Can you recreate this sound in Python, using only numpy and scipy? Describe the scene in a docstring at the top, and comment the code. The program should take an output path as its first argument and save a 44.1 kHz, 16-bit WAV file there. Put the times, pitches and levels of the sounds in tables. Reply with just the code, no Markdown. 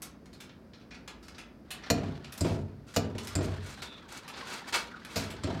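"""Rocking a microwave oven

A microwave oven on uneven feet is rocked by hand on a wooden kitchen counter, close to a phone.
Each landing foot clacks, the steel case booms in its modes and loose parts inside rebound.
The case ticks under the hand; hand and sleeve rub and scrape by stick-slip friction.
A small room reverberates over a low rumble."""
import sys
import numpy as np
from scipy import signal
from scipy.fft import rfft, irfft, next_fast_len
from scipy.io import wavfile

SR = 44100
rng = np.random.default_rng(int(sys.argv[2]) if len(sys.argv) > 2 else 0)


def generate_wav(sig):
    """Save sig (samples, or channels by samples) to the path in sys.argv[1] as 16-bit PCM at SR."""
    pcm = np.round(np.clip(np.atleast_2d(sig).T, -1, 1) * 32767).astype(np.int16)
    wavfile.write(sys.argv[1], SR, pcm)


N = 246959
TIME = np.arange(N) / SR
AGE = TIME[:SR]  # one second for each blow to die away

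# Noise spectra. Each row: frequency in Hz, relative spectral density in dB.
RUMBLE_SPECTRUM = [(25, -33), (55, 2.5), (110, -5), (170, -1.5), (230, 2), (400, -8), (650, -13.5),
                   (850, -20.5), (1400, -21), (2200, -29.5), (3300, -38), (4900, -33), (7000, -44),
                   (15000, -46.5)]
RUB_SPECTRUM = [(150, -24), (400, -1.5), (750, -3), (1400, 1), (2500, -4), (4500, -3), (7000, -12.5),
                (10000, -17.5), (15000, -30.5)]
HISS_SPECTRUM = [(3000, -25), (6000, 4), (9000, 0), (11000, -8.5), (14000, -9), (16000, -28.5)]
TICK_SPECTRUM = [(200, -11), (800, 0.5), (1500, 4), (3000, -0.5), (5000, -0.5), (7000, -4.5), (10000, -7),
                 (14000, -15), (16000, -26)]
CUPBOARD_SPECTRUM = [(35, -27), (58, 3), (74, -5.5), (93, -1), (118, -13), (145, -22), (200, -26),
                     (500, -65)]
CLATTER_SPECTRUM = [(50, -16), (95, 1), (200, 0), (380, 2), (500, -3.5), (660, -2.5), (800, -11),
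                    (1300, -18), (3000, -24), (7000, -33.5), (15000, -59)]
CLACK_SPECTRA = {"front": [(300, -2.5), (900, -2.5), (1700, -2), (2700, -5.5), (3300, -9), (4300, 2),
                 (7200, -7.5), (8500, -12), (11500, -18.5), (14000, -11), (16000, -37)], "back": [(300, 12),
                 (1500, 0.5), (3500, -6.5), (4900, 9), (6000, -2.5), (7600, 4.5), (8500, 1), (9300, -9.5),
                 (14000, -12), (16000, -29)]}  # one for each foot
# Kitchen reverberation. Each row: frequency in Hz, t60 (time to fall 60 dB) in seconds.
ROOM_DECAY = [(80, 0.98), (300, 0.56), (1000, 0.51), (4000, 0.28), (8000, 0.17), (15000, 0.12)]
# Steady rubbing. Each row: time in seconds, relative level in dB.
RUBBING_LEVELS = [(1.65, -70), (1.76, -56.5), (1.88, -49), (2.2, -56), (2.46, -58), (2.64, -70.5),
                  (2.91, -73), (3.11, -62), (3.32, -49), (4.17, -58), (4.34, -45.5), (4.59, -47.5),
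                  (4.94, -55), (5.6, -50)]
# Strokes of hand and sleeve. Each row: start and swell in seconds, rub and hiss levels in dB,
# t60 in seconds.
STROKES = [(2.42, .07, -44.5, -58, 0.33), (2.865, 0.033, -54, -63.5, 0.36), (3.18, .11, -54, -51.5, 0.22),
           (3.415, 0.03, -47, -56, 0.37), (3.62, 0.078, -49, -56.5, 0.34), (3.818, .006, -38, -55, 0.19),
           (4.08, 0.1, -46, -55.5, 0.15), (4.352, 0.036, -45, -88, 0.33), (4.451, 0.096, -40.5, -51, 0.22),
           (4.671, 0.023, -41, -53, 0.089), (4.724, 0.0059, -30.5, -44.5, 0.086),
           (4.734, 0.021, -26.5, -42, 0.23), (5.08, 0.16, -41.5, -55, .25)]
# Case resonances stirred by friction. Each row: frequency and bandwidth in Hz, gain in dB.
PANEL_RESONANCES = [(377, 20, -2), (943, 26, 2.5), (1380, 35, 0.5), (1473, 45, 0), (2270, 92, 2.5),
                    (2627, 60, 3), (3310, 51, 2), (4360, 33, -11), (4740, 46, 0)]
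# Squeaks, one list apiece. Each row: time in seconds, frequency in Hz, level in dB.
SQUEAK_GLIDES = [
    [(3.66, 4110, -61), (3.76, 4040, -62), (3.90, 3950, -59), (4.00, 3750, -68)],
    [(3.78, 3750, -64), (3.91, 3560, -53), (4.00, 3440, -63), (4.06, 3240, -73)],
    [(3.87, 2690, -63), (3.93, 2590, -62.5), (4.05, 2320, -75)],
    [(4.91, 1536, -72), (4.945, 1473, -45), (4.957, 1340, -49), (4.99, 1280, -60)],
]
# Clear ticks of the case. Each row: start in seconds, relative level in dB, spectral hump in Hz,
# relative treble gain in dB, t60 in seconds.
CLEAR_TICKS = [(.019, -31, 6070, 4.5, 0.12), (0.256, -43.5, 1980, -15, .06), (.329, -44, 4200, -11, 0.13),
               (.402, -37, 2930, -7, 0.14), (.493, -41, 3000, -52, 0.056), (0.733, -43.5, 4040, -36, 0.12),
               (0.907, -40.5, 2520, -43, 0.18), (.944, -38, 2160, -29, 0.079),
               (1.076, -30.5, 2660, -15, 0.068), (1.226, -47.5, 4500, -8, .27),
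               (1.281, -36.5, 4770, -12, 0.051), (1.346, -40, 4140, -31, 0.075),
               (1.381, -34.5, 2680, -15, .12), (1.705, -28, 3070, -1.5, 0.11),
               (1.835, -32, 2040, -47, 0.056), (2.244, -31.5, 2940, -21, 0.039),
               (2.322, -33, 4964, 0, 0.081), (2.376, -29, 5500, 2, 0.054), (2.939, -36.5, 7000, -13, 0.18),
               (3.181, -26.5, 3400, -9.5, 0.051), (3.27, -28.5, 4500, -2.5, 0.061),
               (3.417, -35, 2000, -35, 0.036), (4.278, -33, 2720, -7, 0.094),
               (5.048, -31, 2390, -7.5, 0.046), (5.303, -31.5, 2950, -5, 0.073),
               (5.435, -25, 2100, -42, .052)]
# Bouncing of loose parts, by foot. Each row: delay and gap in seconds, loss in dB per second,
# duration in seconds.
BOUNCES = {"front": (0.081, .052, 11, .13), "back": (.038, .023, 112, .16)}
# Modes of case and counter. Each row: frequency in Hz, t60 in seconds, relative levels in dB when
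# struck by the front foot, the back foot and loose parts.
CASE_MODES = [(96.3, 0.37, -28.5, -35.5, -31.5), (140.9, 0.82, -33.5, -31.5, -45),
              (160.4, 0.28, -32, -31, -34.5), (208, 0.068, -17.5, -26.5, -48), (219, 0.69, -28, -59, -40.5),
              (250.6, 0.11, -21, -31, -40), (282.6, 0.39, -26.5, -25.5, -45), (298, 0.16, -37, -24, -58),
              (363.6, 0.29, -37, -35, -38.5), (418.4, 0.45, -32, -40, -41), (458, 0.068, -17.5, -36, -50),
              (537.5, 0.19, -32, -37, -51), (599, 0.087, -23.5, -29, -58), (665.4, 0.24, -26.5, -36.5, -43),
              (741, 0.2, -34, -49, -63), (954, 0.15, -41.5, -50, -44.5)]
# Modes of foot and sheet-steel base. Each row: frequency in Hz, t60 in seconds, relative levels in dB
# when struck by the front foot and the back foot.
FOOT_MODES = [(1520, 0.04, -29, -9.5), (2100, 0.068, -19, -18), (2438, 0.13, -12, -19),
              (2893, 0.084, -12, -35), (4120, 0.036, -12, -17), (4413, .03, -8, -20),
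              (5140, 0.051, -13, -16), (7020, 0.027, -1.5, -22), (7170, 0.047, -7, -4),
              (7530, 0.077, -34, -5), (8600, 0.052, -24, -4)]
# Landings. Each row: start in seconds, foot, relative clack and boom levels in dB,
# clack t60 in seconds, relative level of the first rebound in dB.
LANDINGS = [(1.9011, "front", -21, -1.5, 0.051, -7), (2.4080, "back", -31, -3, .069, 1.5),
            (2.9630, "front", -24, -3.5, 0.057, -11.5), (3.3529, "back", -28, -4.5, 0.036, -2),
            (5.1590, "front", -31.5, -9, 0.21, -18), (5.4352, "back", -42, -7, .049, -1.5)]


def undb(db):
    """Amplitude ratio of a level in decibels."""
    return 10 ** (np.asarray(db) / 20)


def unit(x):
    """Normalisation to rms 1."""
    return x / np.std(x)


def fade(t60):
    """Exponential decay, 60 dB down after t60 seconds."""
    return np.exp(-np.log(1000) * AGE / t60)


def onset(rise_s):
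    """Exponential approach to full amplitude."""
    return 1 - np.exp(-AGE / rise_s)


def add(out, start_s, sound):
    """Superposition: a sound adds to the mix from start_s on."""
    i = int(np.clip(start_s * SR, 0, N))
    out[i:i + len(sound)] += sound[:N - i]


def colour(x, spectrum):
    """Spectral shaping by (Hz, dB) points, at rms 1."""
    hz, db = np.transpose(spectrum)
    size = next_fast_len(len(x))
    bins_hz = np.maximum(np.fft.rfftfreq(size, 1 / SR), 1)
    gain = undb(np.interp(np.log(bins_hz), np.log(hz), db))
    return unit(irfft(rfft(x, size) * gain, size)[:len(x)])


def band(x, hz, kind):
    """Second-order low-pass or high-pass filtering."""
    return signal.sosfilt(signal.butter(2, hz, kind, fs=SR, output="sos"), x)


def grit(size, spread_db):
    """Stick-slip noise: dense tiny slips of uneven strength."""
    noise = rng.standard_normal(size)
    slip_db = spread_db * np.repeat(rng.standard_normal(size // 32 + 1), 32)[:size]
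    return unit(noise * undb(slip_db))


def rumble(level_db=-52.5):
    """Stationary background noise, strongest in the bass."""
    return undb(level_db) * colour(rng.standard_normal(N), RUMBLE_SPECTRUM)


def kitchen(x, first_s=0.0036, build_s=0.0023):
    """Reverberation: diffuse reflections from walls and cupboards, the treble dying first."""
    hz, t60s = np.transpose(ROOM_DECAY)
    noise = rfft(rng.standard_normal(SR))
    bins_hz = np.maximum(np.fft.rfftfreq(SR, 1 / SR), 1)
    tail = np.zeros(SR)
    for pick, t60 in zip(np.eye(len(hz)), t60s):
        passband = np.interp(np.log(bins_hz), np.log(hz), pick)
        tail += irfft(noise * passband, SR) * fade(t60)
    tail *= np.clip((AGE - first_s) / build_s, 0, 1)
    return signal.fftconvolve(x, tail / np.sqrt(np.sum(tail ** 2)))[:N]


def rubbing_envelope(gain_db=-1.5):
    """Friction needs motion: the steady rubbing is silent until the hand starts to slide."""
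    times, db = np.transpose(RUBBING_LEVELS)
    return undb(np.interp(TIME, times, db) + gain_db) * (TIME > times[0])


def stroke_envelopes(swell_power=0.67):
    """Rub and hiss follow the force of each stroke: a power-law swell, then exponential decay."""
    rub, hiss = np.zeros(N), np.zeros(N)
    for start, swell, rub_db, hiss_db, t60 in STROKES:
        decay = undb(-60 * np.maximum(AGE - swell, 0) / t60)
        force = np.minimum(AGE / swell, 1) ** swell_power * decay
        add(rub, start, undb(rub_db) * force)
        add(hiss, start, undb(hiss_db) * force)
    return rub, hiss


def scrapes():
    """Forced vibration: the stick-slip grains of each stroke stir the resonances of the case."""
    force, _ = stroke_envelopes()
    grains = colour(grit(N, spread_db=0.5), RUB_SPECTRUM)
    panels = sum(undb(db) * signal.lfilter(*signal.iirpeak(hz, hz / width, SR), grains)
                 for hz, width, db in PANEL_RESONANCES)
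    return force * unit(grains + panels)


def sliding(body_db=-1, steady_hiss_db=-22.5, stroke_hiss_db=-0.5, flutter_db=3):
    """Sliding friction: skin and cloth rub unevenly, with a fine hiss when they move fast."""
    steady = rubbing_envelope()
    _, fast = stroke_envelopes()
    grip = undb(flutter_db * unit(band(rng.standard_normal(N), 29, "low")))
    body = unit(band(colour(grit(N, spread_db=2), RUB_SPECTRUM), 4500, "low"))
    hiss = colour(grit(N, spread_db=3.5), HISS_SPECTRUM)
    hiss_gain = steady * undb(steady_hiss_db) + fast * undb(stroke_hiss_db)
    return grip * (body * steady * undb(body_db) + hiss * hiss_gain)


def catches(count=330, weakest_db=2, range_db=8, low_hz=750, high_hz=2000, t60=0.052):
    """Damped oscillation: sliding skin catches again and again, each catch ringing at its own pitch."""
    out = np.zeros(N)
    force, begin = rubbing_envelope(), RUBBING_LEVELS[0][0]
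    envelope = fade(t60) * onset(0.0019)
    for when, pitch, size in rng.random((count, 3)):
        start = begin + when * (TIME[-1] - begin)
        hz = low_hz * (high_hz / low_hz) ** pitch
        gain = force[int(start * SR)] * undb(weakest_db + range_db * size)
        ping = envelope * np.sin(2 * np.pi * hz * AGE)
        add(out, start, gain * ping[:SR // 10])
    return out


def crackle(count=60, weakest_db=-3, range_db=8, t60=0.045):
    """Sudden release: the sliding hand snags and lets go with a dry little crack."""
    snags, begin = np.zeros(N), RUBBING_LEVELS[0][0]
    for when, size in rng.random((count, 2)):
        start = begin + when * (TIME[-1] - begin)
        add(snags, start, undb(weakest_db + range_db * size) * fade(t60))
    grains = colour(band(grit(N, spread_db=2), 6000, "low"), RUB_SPECTRUM)
    return rubbing_envelope() * snags * grains


def squeaks(waver_hz=100):
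    """Friction-induced vibration: a narrow, rough band whose pitch falls as the sliding slows."""
    out = np.zeros(N)
    for glide in SQUEAK_GLIDES:
        times, hz, db = np.transpose(glide)
        waver = unit(band(rng.standard_normal(N), waver_hz, "low"))
        tone = np.sqrt(2) * np.sin(2 * np.pi * np.cumsum(np.interp(TIME, times, hz)) / SR)
        out += waver * tone * np.interp(TIME, times, undb(db), left=0, right=0)
    return out


def faint_ticks(per_second=2.5, db=-52, hz=2800, treble_db=-34, t60=0.06, spread_db=3, octaves=0.45):
    """Small slips, one at a random moment of each interval, as rows like those of CLEAR_TICKS."""
    rows = []
    for k in range(int(per_second * N / SR)):
        size, pitch = rng.standard_normal(2)
        start = (k + rng.random()) / per_second
        rows.append((start, db + spread_db * size, hz * 2 ** (octaves * pitch), treble_db, t60))
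    return rows


def ticks(gain_db=-7, lift_db=9, hump_db=5, hump_octaves=0.48, spot_db=2, rise_s=0.0017):
    """Stick-slip under load: panels and feet crunch, with a hump at the pitch of the slipping part."""
    out = np.zeros(N)
    hz = np.geomspace(200, 16000, num=110)
    base_hz, base_db = np.transpose(TICK_SPECTRUM)
    base = np.interp(np.log(hz), np.log(base_hz), base_db)
    for start, db, hump_hz, treble_db, t60 in CLEAR_TICKS + faint_ticks():
        hump = hump_db * np.exp(-(np.log2(hz / hump_hz) / hump_octaves) ** 2)
        treble = np.interp(hz, [5500, 12000], [0, treble_db + lift_db])
        spot = spot_db * rng.standard_normal(len(hz))  # each spot on the case has its own peaks and dips
        slip = colour(grit(SR, spread_db=2.5), np.c_[hz, base + hump + treble + spot])
        add(out, start, undb(db + gain_db) * slip * fade(t60) * onset(rise_s))
    return out


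def cupboard(gain_db=-33, t60=0.88, rise_s=0.027):
    """Structure-borne sound: the hollow counter takes up each landing and grumbles on unevenly."""
    force = np.zeros(N)
    for start, _, _, boom_db, *_ in LANDINGS:
        add(force, start, undb(boom_db + gain_db) * fade(t60) * onset(rise_s))
    return force * colour(rng.standard_normal(N), CUPBOARD_SPECTRUM)


def ring(modes, blow, detune, scatter_db=0, sway=0, sway_hz=6):
    """Modal superposition: a blow excites damped modes, neighbours swinging in opposite senses."""
    column = ("front", "back", "loose").index(blow)
    chance = rng.standard_normal((len(modes), 2))
    # the shifting load stiffens and slackens the case, so all its pitches sway together
    clock = np.cumsum(1 + sway * np.sin(2 * np.pi * (sway_hz * AGE + rng.random()))) / SR
    out = np.zeros(SR)
    for k, ((hz, t60, *levels_db), (drift, size)) in enumerate(zip(modes, chance)):
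        n = int(t60 * SR)
        gain = (-1) ** k * undb(levels_db[column] + scatter_db * size)
        swing = np.sin(2 * np.pi * hz * (1 + detune * drift) * clock[:n])
        out[:n] += gain * fade(t60)[:n] * swing
    return out


def rebounds(clatter_db=-26, t60=0.098, case_db=-1, rise_s=0.00081, jitter_s=0.003, uneven_db=2.5):
    """Inelastic collisions: loose parts bounce ever more weakly, clattering and shaking the case."""
    out = np.zeros(N)
    for start, foot, *_, first_db in LANDINGS:
        delay, gap, loss, duration = BOUNCES[foot]
        for elapsed in np.arange(0, duration, gap):
            late, size = rng.standard_normal(2)
            clatter = undb(clatter_db) * colour(rng.standard_normal(SR), CLATTER_SPECTRUM) * fade(t60)
            shake = undb(case_db) * ring(CASE_MODES, "loose", detune=0.0136, scatter_db=3, sway=0.025)
            gain = undb(first_db - loss * elapsed + uneven_db * size)
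            add(out, start + delay + elapsed + jitter_s * late, gain * (clatter + shake) * onset(rise_s))
    return out


def thumps(hz=90, swell_s=0.015, front_db=-36, back_db=-24):
    """Mass on a spring: the whole oven bounces on its feet for a few deep cycles."""
    out = np.zeros(N)
    swing = AGE / swell_s * np.exp(1 - AGE / swell_s) * np.sin(2 * np.pi * hz * AGE)
    for start, foot, _, boom_db, *_ in LANDINGS:
        foot_db = front_db if foot == "front" else back_db
        add(out, start, undb(boom_db + foot_db) * swing)
    return out


def booms(lag_s=0.0018, front_rise_s=0.0028, back_rise_s=0.0027):
    """Free vibration: the weight comes down on a foot and sets the case swinging in its modes."""
    out = np.zeros(N)
    for start, foot, _, boom_db, *_ in LANDINGS:
        rise_s = front_rise_s if foot == "front" else back_rise_s
        case = ring(CASE_MODES, foot, detune=0.012, sway=0.032)
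        add(out, start + lag_s, undb(boom_db) * case * onset(rise_s))
    return out


def clacks(gain_db=-0.5, seat_s=0.0048, seat_db=-3, ring_db=-2):
    """Impact: a hard foot meets the wood and rings the base, then seats itself a moment later."""
    out = np.zeros(N)
    for start, foot, clack_db, _, t60, _ in LANDINGS:
        for lag, drop_db in ((0, 0), (seat_s, seat_db)):
            crack = colour(rng.standard_normal(SR), CLACK_SPECTRA[foot]) * fade(t60)
            steel = undb(ring_db) * ring(FOOT_MODES, foot, detune=0.0128)
            add(out, start + lag, undb(clack_db + drop_db + gain_db) * (crack + steel))
    return out


def scene():
    """Direct and reverberant fields add over the rumble; each source has its own share of room."""
    clack = clacks()
    boom = thumps() + booms() + rebounds() + cupboard()
    tick = ticks()
    friction = scrapes() + sliding() + catches() + crackle() + squeaks()
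    # the deepest bass is thinned before the reverberation, keeping the low thump a little drier
    thinned_boom = band(boom, 87, "high")
    room = kitchen(undb(-9.5) * (clack + thinned_boom) + undb(-2.5) * tick + undb(-14) * friction)
    return (clack + boom + tick + friction + room + rumble())[None]


def record(dry, bass_hz=32.5, top_hz=16200):
    """Band limiting: the phone thins the deepest bass and cuts the top."""
    steep_lowpass = signal.ellip(8, 0.2, 70, top_hz, fs=SR, output="sos")
    return signal.sosfilt(steep_lowpass, band(dry, bass_hz, "high"))


dry = scene()
out = record(dry)
generate_wav(out)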